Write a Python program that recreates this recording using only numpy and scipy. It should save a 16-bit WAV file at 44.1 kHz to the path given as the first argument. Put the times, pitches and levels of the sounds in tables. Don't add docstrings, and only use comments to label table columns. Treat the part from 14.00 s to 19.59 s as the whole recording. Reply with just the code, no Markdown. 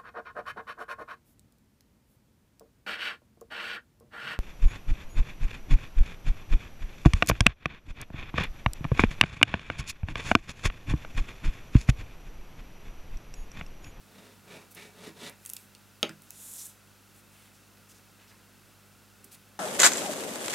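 import sys
import numpy as np
from scipy import signal
from scipy.fft import rfft, irfft
from scipy.io import wavfile
from scipy.ndimage import uniform_filter1d

SR = 44100
rng = np.random.default_rng(int(sys.argv[2]) if len(sys.argv) > 2 else 0)


def inscribe(sig):
    pcm = np.round(np.clip(np.atleast_2d(sig).T, -1, 1) * 32767)
    wavfile.write(sys.argv[1], SR, pcm.astype(np.int16))


N = 246519
T = np.arange(N) / SR

# (start [s], speeding up [s], steady [s], slowing [s], base level [dB], extra table rumble [dB],
#  favoured pitch [Hz], pitch width [Hz], pitch against bottle ring [dB])
NOZZLE_STROKES = [(0.03, 0.13, 0.13, .13, -62, 3.5, 1900, 800, -17),
                  (0.43, 0.088, 0.022, 0.14, -53.5, 3.5, 2400, 330, -3.5),
                  (0.748, 0.027, 0.041, .11, -50.5, -2, 2200, 500, -2.5),
                  (0.919, 0.13, 0.02, 0.064, -51, 0.5, 3550, 650, -12),
                  (1.139, .13, 0.013, 0.026, -45.5, -2.5, 3660, 580, -3)]
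# (start [s], speeding up [s], steady [s], slowing [s])
CARD_PUSH = (2.247, .2, 0.21, 0.098)
# (start [s], length [s], level before fading and room [dB], centre [Hz])
BRUSH_EVENTS = [(0.703, 0.033, -54.5, 12400), (1.373, 0.33, -59, 9900), (1.46, .024, -56, 11000),
                (2.212, 0.074, -63.5, 11000), (3.127, 0.094, -62.5, 9900), (3.27, 0.25, -66, 9000),
                (3.282, 0.25, -66.5, 2740), (3.528, .06, -65, 7000), (3.881, 0.056, -57.5, 6900),
                (3.93, 0.073, -63, 6000), (4.18, 0.083, -63.5, 2400), (4.267, 0.053, -62.5, 4470),
                (4.302, 0.031, -59.5, 1360), (5.303, 0.058, -61, 4170), (5.308, 0.057, -53, 9400)]
# (time [s], level before decay and room [dB], centre [Hz], time to fade by 60 dB [s])
TICK_EVENTS = [(0.748, -45.5, 10800, 0.054), (1.296, -39.5, 9000, 0.015), (1.451, -42, 11000, 0.021),
               (1.4512, -40, 1670, 0.0073), (1.4606, -30, 10000, 0.012), (1.493, -36, 10000, 0.011),
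               (1.4993, -28, 9800, 0.0098), (1.5347, -25, 10900, 0.0079), (1.5663, -30.5, 9700, 0.0094),
               (1.5668, -35.5, 4350, 0.012), (1.75, -37.5, 4470, 0.0061), (2.0294, -23.5, 9400, 0.0023),
               (2.0934, -36.5, 5170, 0.011), (2.0934, -34, 1260, 0.011), (2.2205, -44.5, 12000, 0.01),
               (2.3061, -30, 9700, 0.0058), (3.772, -53, 2500, 0.012), (5.2431, -43.5, 10400, 0.033)]
# (time [s], bottle ring gain [dB], table ring gain [dB], contact time [ms])
TABLE_BLOWS = [(1.075, -0.5, -5, 2.3), (1.097, -21, -8.5, 2.16), (2.0295, 6, 4.5, 0.068),
               (2.0921, -16, 5, 3.03), (5.25, -19, -16.5, 1.8)]
# (pitch [Hz], relative level [dB], time to fade by 60 dB [s])
BOTTLE_MODES = [(514, -22.5, 0.0098), (1360, -29, 0.021), (1900, -59, 0.0098), (3190, -15.5, 0.0087),
                (3610, -13, 0.0051), (4500, -17, 0.0044), (5200, -26, 0.0077), (6330, -23, 0.0069),
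                (11100, -52, .004)]
# (pitch [Hz], relative level [dB], time to fade by 60 dB [s])
TABLE_MODES = [(157, -46, 0.28), (205, -49, 0.26), (246, -55, 0.24), (250, -34, 0.038), (330, -38.5, 0.15),
               (400, -36, 0.13), (477, -32.5, 0.028), (572, -41, 0.11), (635, -40.5, 0.13),
               (817, -41.5, 0.07), (1270, -43, .12), (2470, -61, 0.11)]
# (centre [Hz], width [Hz], relative level [dB])
NOZZLE_RESONANCES = [(920, 480, -26), (1354, 65, 3.5), (1790, 210, -2.5), (2090, 250, -0.5),
                     (2740, 430, -3), (3660, 430, 1), (4870, 1900, -9.5)]

# (frequency [Hz], relative level [dB])
RUMBLE_TONE = [(100, -26), (150, -8.5), (195, 5), (260, -2.5), (310, -8.5), (420, 2.5), (505, -8),
               (570, -2), (680, -7.5), (900, -13.5), (1300, -8.5), (3000, -44)]
# (frequency [Hz], relative level [dB])
FIBRE_TONE = [(3000, -15), (5500, 8), (7500, 7), (10000, 5.5), (13000, -1), (16000, -19)]
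# (frequency [Hz], relative level [dB])
CARD_TONE = [(2500, -18.5), (5000, -22), (7000, 3.5), (9000, 3), (12000, 2), (14000, -5), (16000, -15)]
# (frequency [Hz], relative level [dB])
RASP_TONE = [(500, -29), (2000, -16), (3700, 3.5), (4600, -1), (6000, 5.5), (7500, -4), (10000, -18)]
# (frequency [Hz], relative level [dB])
ROOM_TONE = [(100, 10), (200, 6), (450, 6), (750, 10.5), (920, 17), (1100, 11), (1300, -1), (1750, 13),
             (2500, 10), (3200, -2), (5000, -0.5), (9000, -4), (16000, 1)]
# (frequency [Hz], relative level [dB])
HISS_TONE = [(25, -12), (45, -13), (70, -3.5), (120, 0.5), (250, 1.5), (450, -2.5), (650, -4), (1150, -5.5),
             (1420, -0.5), (1750, -7), (4000, -9.5), (8000, -12), (12500, -12.5), (16000, -16.5)]
# (pitch [Hz], rms level [dB])
HUM_TONES = [(50, -76), (100, -66.5), (150, -75.5), (200, -69), (250, -78.5), (300, -84), (400, -83.5),
             (500, -84)]
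# (frequency [Hz], side gain [dB])
STEREO_WIDTH = [(60, 6), (200, -8), (400, -8), (700, -10), (1300, -12.5), (2400, -16.5), (4400, -20),
                (8100, -6), (15000, -28)]

SCRATCH_POWER, RUMBLE_POWER, FIBRE_POWER, CARD_POWER, RASP_POWER = 1.3, 0.72, 0.98, 1.76, 0.77
BRIGHTEN_DB = 3
CATCH_S, CATCH_WIDTH_S, CATCH_DB = 2.601, 0.025, 3
SING_HZ, SING_WIDTH_HZ = 6240, 1600
HISS_DB = -59.5
TOP_HZ = 15900


def undb(db):
    return 10 ** (np.asarray(db) / 20)


def unit(x):
    return x / np.sqrt(np.mean(x ** 2))


def add(track, start_s, sound):
    i = int(start_s * SR)
    track[i:i + len(sound)] += sound[:N - i]


def colour(x, tone):
    hz, db = np.transpose(tone)
    f = np.fft.rfftfreq(x.shape[-1], 1 / SR)
    gain = undb(np.interp(np.log(f + 1), np.log(hz), db))
    return irfft(rfft(x) * gain, x.shape[-1])


def resonate(x, hz, width):
    hz = min(hz, 0.45 * SR)
    sharpness = hz / min(width, SR / 3)
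    b, a = signal.iirpeak(hz, sharpness, SR)
    return signal.lfilter(b, a, x)


def fade(t, t60):
    return np.exp(-np.log(1000) * t / t60)


def spread(mid, side):
    side = colour(side, STEREO_WIDTH)
    return mid + np.array([side, -side])


def pan(x, left_db):
    return x * undb(np.array([[left_db], [-left_db]]) / 2)


def room(x, wet_db, t60, side_db, first_s=0.00146):
    t = T[:SR // 2]
    tail = colour(rng.standard_normal((2, len(t))), ROOM_TONE) * fade(t, t60) * (t > first_s)
    mid, side = (signal.fftconvolve(x, echo / np.linalg.norm(echo))[:N] for echo in tail)
    return x + undb(wet_db) * spread(mid, undb(side_db) * side)


def steady_hiss():
    mid, side = (unit(colour(noise, HISS_TONE)) for noise in rng.standard_normal((2, N)))
    return undb(HISS_DB) * spread(mid, side)


def mains_hum():
    hum = np.zeros(N)
    for hz, db in HUM_TONES:
        hum += np.sqrt(2) * undb(db) * np.sin(2 * np.pi * (hz * T + rng.random()))
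    return pan(hum, left_db=-3.5)


def whine(hz=2650, scatter=0.024, db=-68, first_s=0.0367, pulse_s=0.0053):
    period = 1 / 25
    pip, since = np.divmod(T - first_s + 3 * period / 2, period)
    pip_pitch = hz * (1 + scatter * rng.standard_normal(int(pip[-1]) + 1))
    pitch = pip_pitch[pip.astype(int)]
    swell = np.exp(-((since - period / 2) / pulse_s) ** 2)
    return undb(db) * swell * np.sqrt(2) * np.sin(2 * np.pi * pitch * since)


def background():
    return steady_hiss() + mains_hum() + whine()


def friction(rate, spread_db):
    slips = rng.random(N) < rate / SR
    direction = rng.choice([-1, 1], N)
    return unit(slips * direction * undb(spread_db * rng.standard_normal(N)))


def speed(start, attack, hold, release):
    return np.interp(T, start + np.cumsum([0, attack, hold, release]), [0, 1, 1, 0])


def drag(depth_db):
    wander = rng.standard_normal(N)
    for _ in range(2):
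        wander = uniform_filter1d(wander, size=500)
    return undb(depth_db * unit(wander))


def brushes(width_share=0.65):
    out, slips = np.zeros(N), friction(rate=8000, spread_db=4)
    for start, length, db, hz in BRUSH_EVENTS:
        rub = slips[int(start * SR):][:int(length * SR)]
        swell = signal.windows.tukey(len(rub), 0.6)
        add(out, start, undb(db) * unit(resonate(rub, hz, width_share * hz)) * swell)
    return out


def ticks(width_share=0.45):
    out, t = np.zeros(N), T[:SR // 10]
    for start, db, hz, t60 in TICK_EVENTS:
        crack = unit(resonate(rng.choice([-1., 1.], len(t)), hz, width_share * hz))
        add(out, start, undb(db) * crack * fade(t, t60))
    return out


def slide(hiss_db=-46.0, rasp_db=-58.0, sing_db=-48.5, snag_db=-57, uneven_db=1.0):
    v = speed(*CARD_PUSH)
    catch = np.exp(-((T - CATCH_S) / CATCH_WIDTH_S) ** 2)
    edge = friction(rate=14000, spread_db=3)
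    face = friction(rate=30000, spread_db=2)
    burrs = friction(rate=18, spread_db=3)
    hiss = undb(hiss_db) * v ** CARD_POWER * unit(colour(face, CARD_TONE))
    rasp = undb(rasp_db) * v ** RASP_POWER * unit(colour(edge, RASP_TONE))
    sing = undb(sing_db) * catch * unit(resonate(edge, SING_HZ, SING_WIDTH_HZ))
    snags = undb(snag_db) * v ** CARD_POWER * unit(colour(burrs, CARD_TONE))
    return drag(uneven_db) * (undb(CATCH_DB * catch) * (hiss + rasp) + sing + snags)


def ring(modes, phases):
    t = T[:SR // 2]
    out = np.zeros(len(t))
    for (hz, db, t60), phase in zip(modes, phases):
        out += undb(db - 60 * t / t60) * np.sin(2 * np.pi * (hz * t + phase))
    return out


def radiate(x, hz, order):
    return signal.sosfilt(signal.butter(order, hz, "high", fs=SR, output="sos"), x)


def knocks(spread_s=0.002, build_s=0.00015):
    bottle, table = np.zeros((2, N))
    t = T[:SR // 2]
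    clack = ring(BOTTLE_MODES, np.zeros(len(BOTTLE_MODES))) * (1 - np.exp(-t / build_s))
    for start, bottle_db, table_db, contact_ms in TABLE_BLOWS:
        push = np.sin(np.pi * np.minimum(T[1:SR // 100] / (contact_ms / 1000), 1))
        push = push / push.sum()
        boom = ring(TABLE_MODES, rng.random(len(TABLE_MODES))) * (1 - np.exp(-t / spread_s))
        add(bottle, start, undb(bottle_db) * np.convolve(clack, push))
        add(table, start, undb(table_db) * np.convolve(boom, push))
    return radiate(bottle, hz=244, order=2), radiate(table, hz=128, order=4)


def nozzle(rumble_db=-1, fibre_db=-7, uneven_db=1.5):
    slips = friction(rate=4000, spread_db=4.0)
    bottle = np.zeros(N)
    for k, (hz, width, db) in enumerate(NOZZLE_RESONANCES):
        bottle += (-1) ** k * undb(db) * resonate(slips, hz, width)
    bottle = unit(bottle)
    table = unit(colour(slips, RUMBLE_TONE))
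    fibres = unit(colour(friction(rate=4400, spread_db=1.5), FIBRE_TONE))
    out = np.zeros(N)
    for start, attack, hold, release, db, table_db, hz, width, bite_db in NOZZLE_STROKES:
        v = speed(start, attack, hold, release)
        bite = undb(bite_db) * unit(resonate(rng.standard_normal(N), hz, width))
        out += undb(db) * v ** SCRATCH_POWER * unit(bottle + bite)
        out += undb(db + rumble_db + table_db) * v ** RUMBLE_POWER * table
        progress = np.clip((T - start) / (attack + hold + release), 0, 1)
        hiss_db = db + fibre_db + BRIGHTEN_DB * (progress - 0.5)
        out += undb(hiss_db) * v ** FIBRE_POWER * fibres
    return out * drag(uneven_db)


def scene():
    bottle, table = knocks()
    clicks = pan(room(ticks(), wet_db=-6.0, t60=0.16, side_db=-9), left_db=-2.0)
    card = pan(room(slide() + brushes(), wet_db=-7.5, t60=0.37, side_db=2), left_db=-1.0)
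    clack = pan(room(bottle, wet_db=-7.0, t60=0.18, side_db=-11.0), left_db=1.3)
    boom = pan(room(table, wet_db=-12.5, t60=0.17, side_db=-7.0), left_db=-4.0)
    strokes = pan(room(nozzle(), wet_db=-9.5, t60=0.26, side_db=-1.5), left_db=-0.6)
    return background() + clicks + card + clack + boom + strokes


def record(dry):
    return signal.sosfilt(signal.ellip(10, 0.2, 70, TOP_HZ, fs=SR, output="sos"), dry)


dry = scene()
out = record(dry)
inscribe(out)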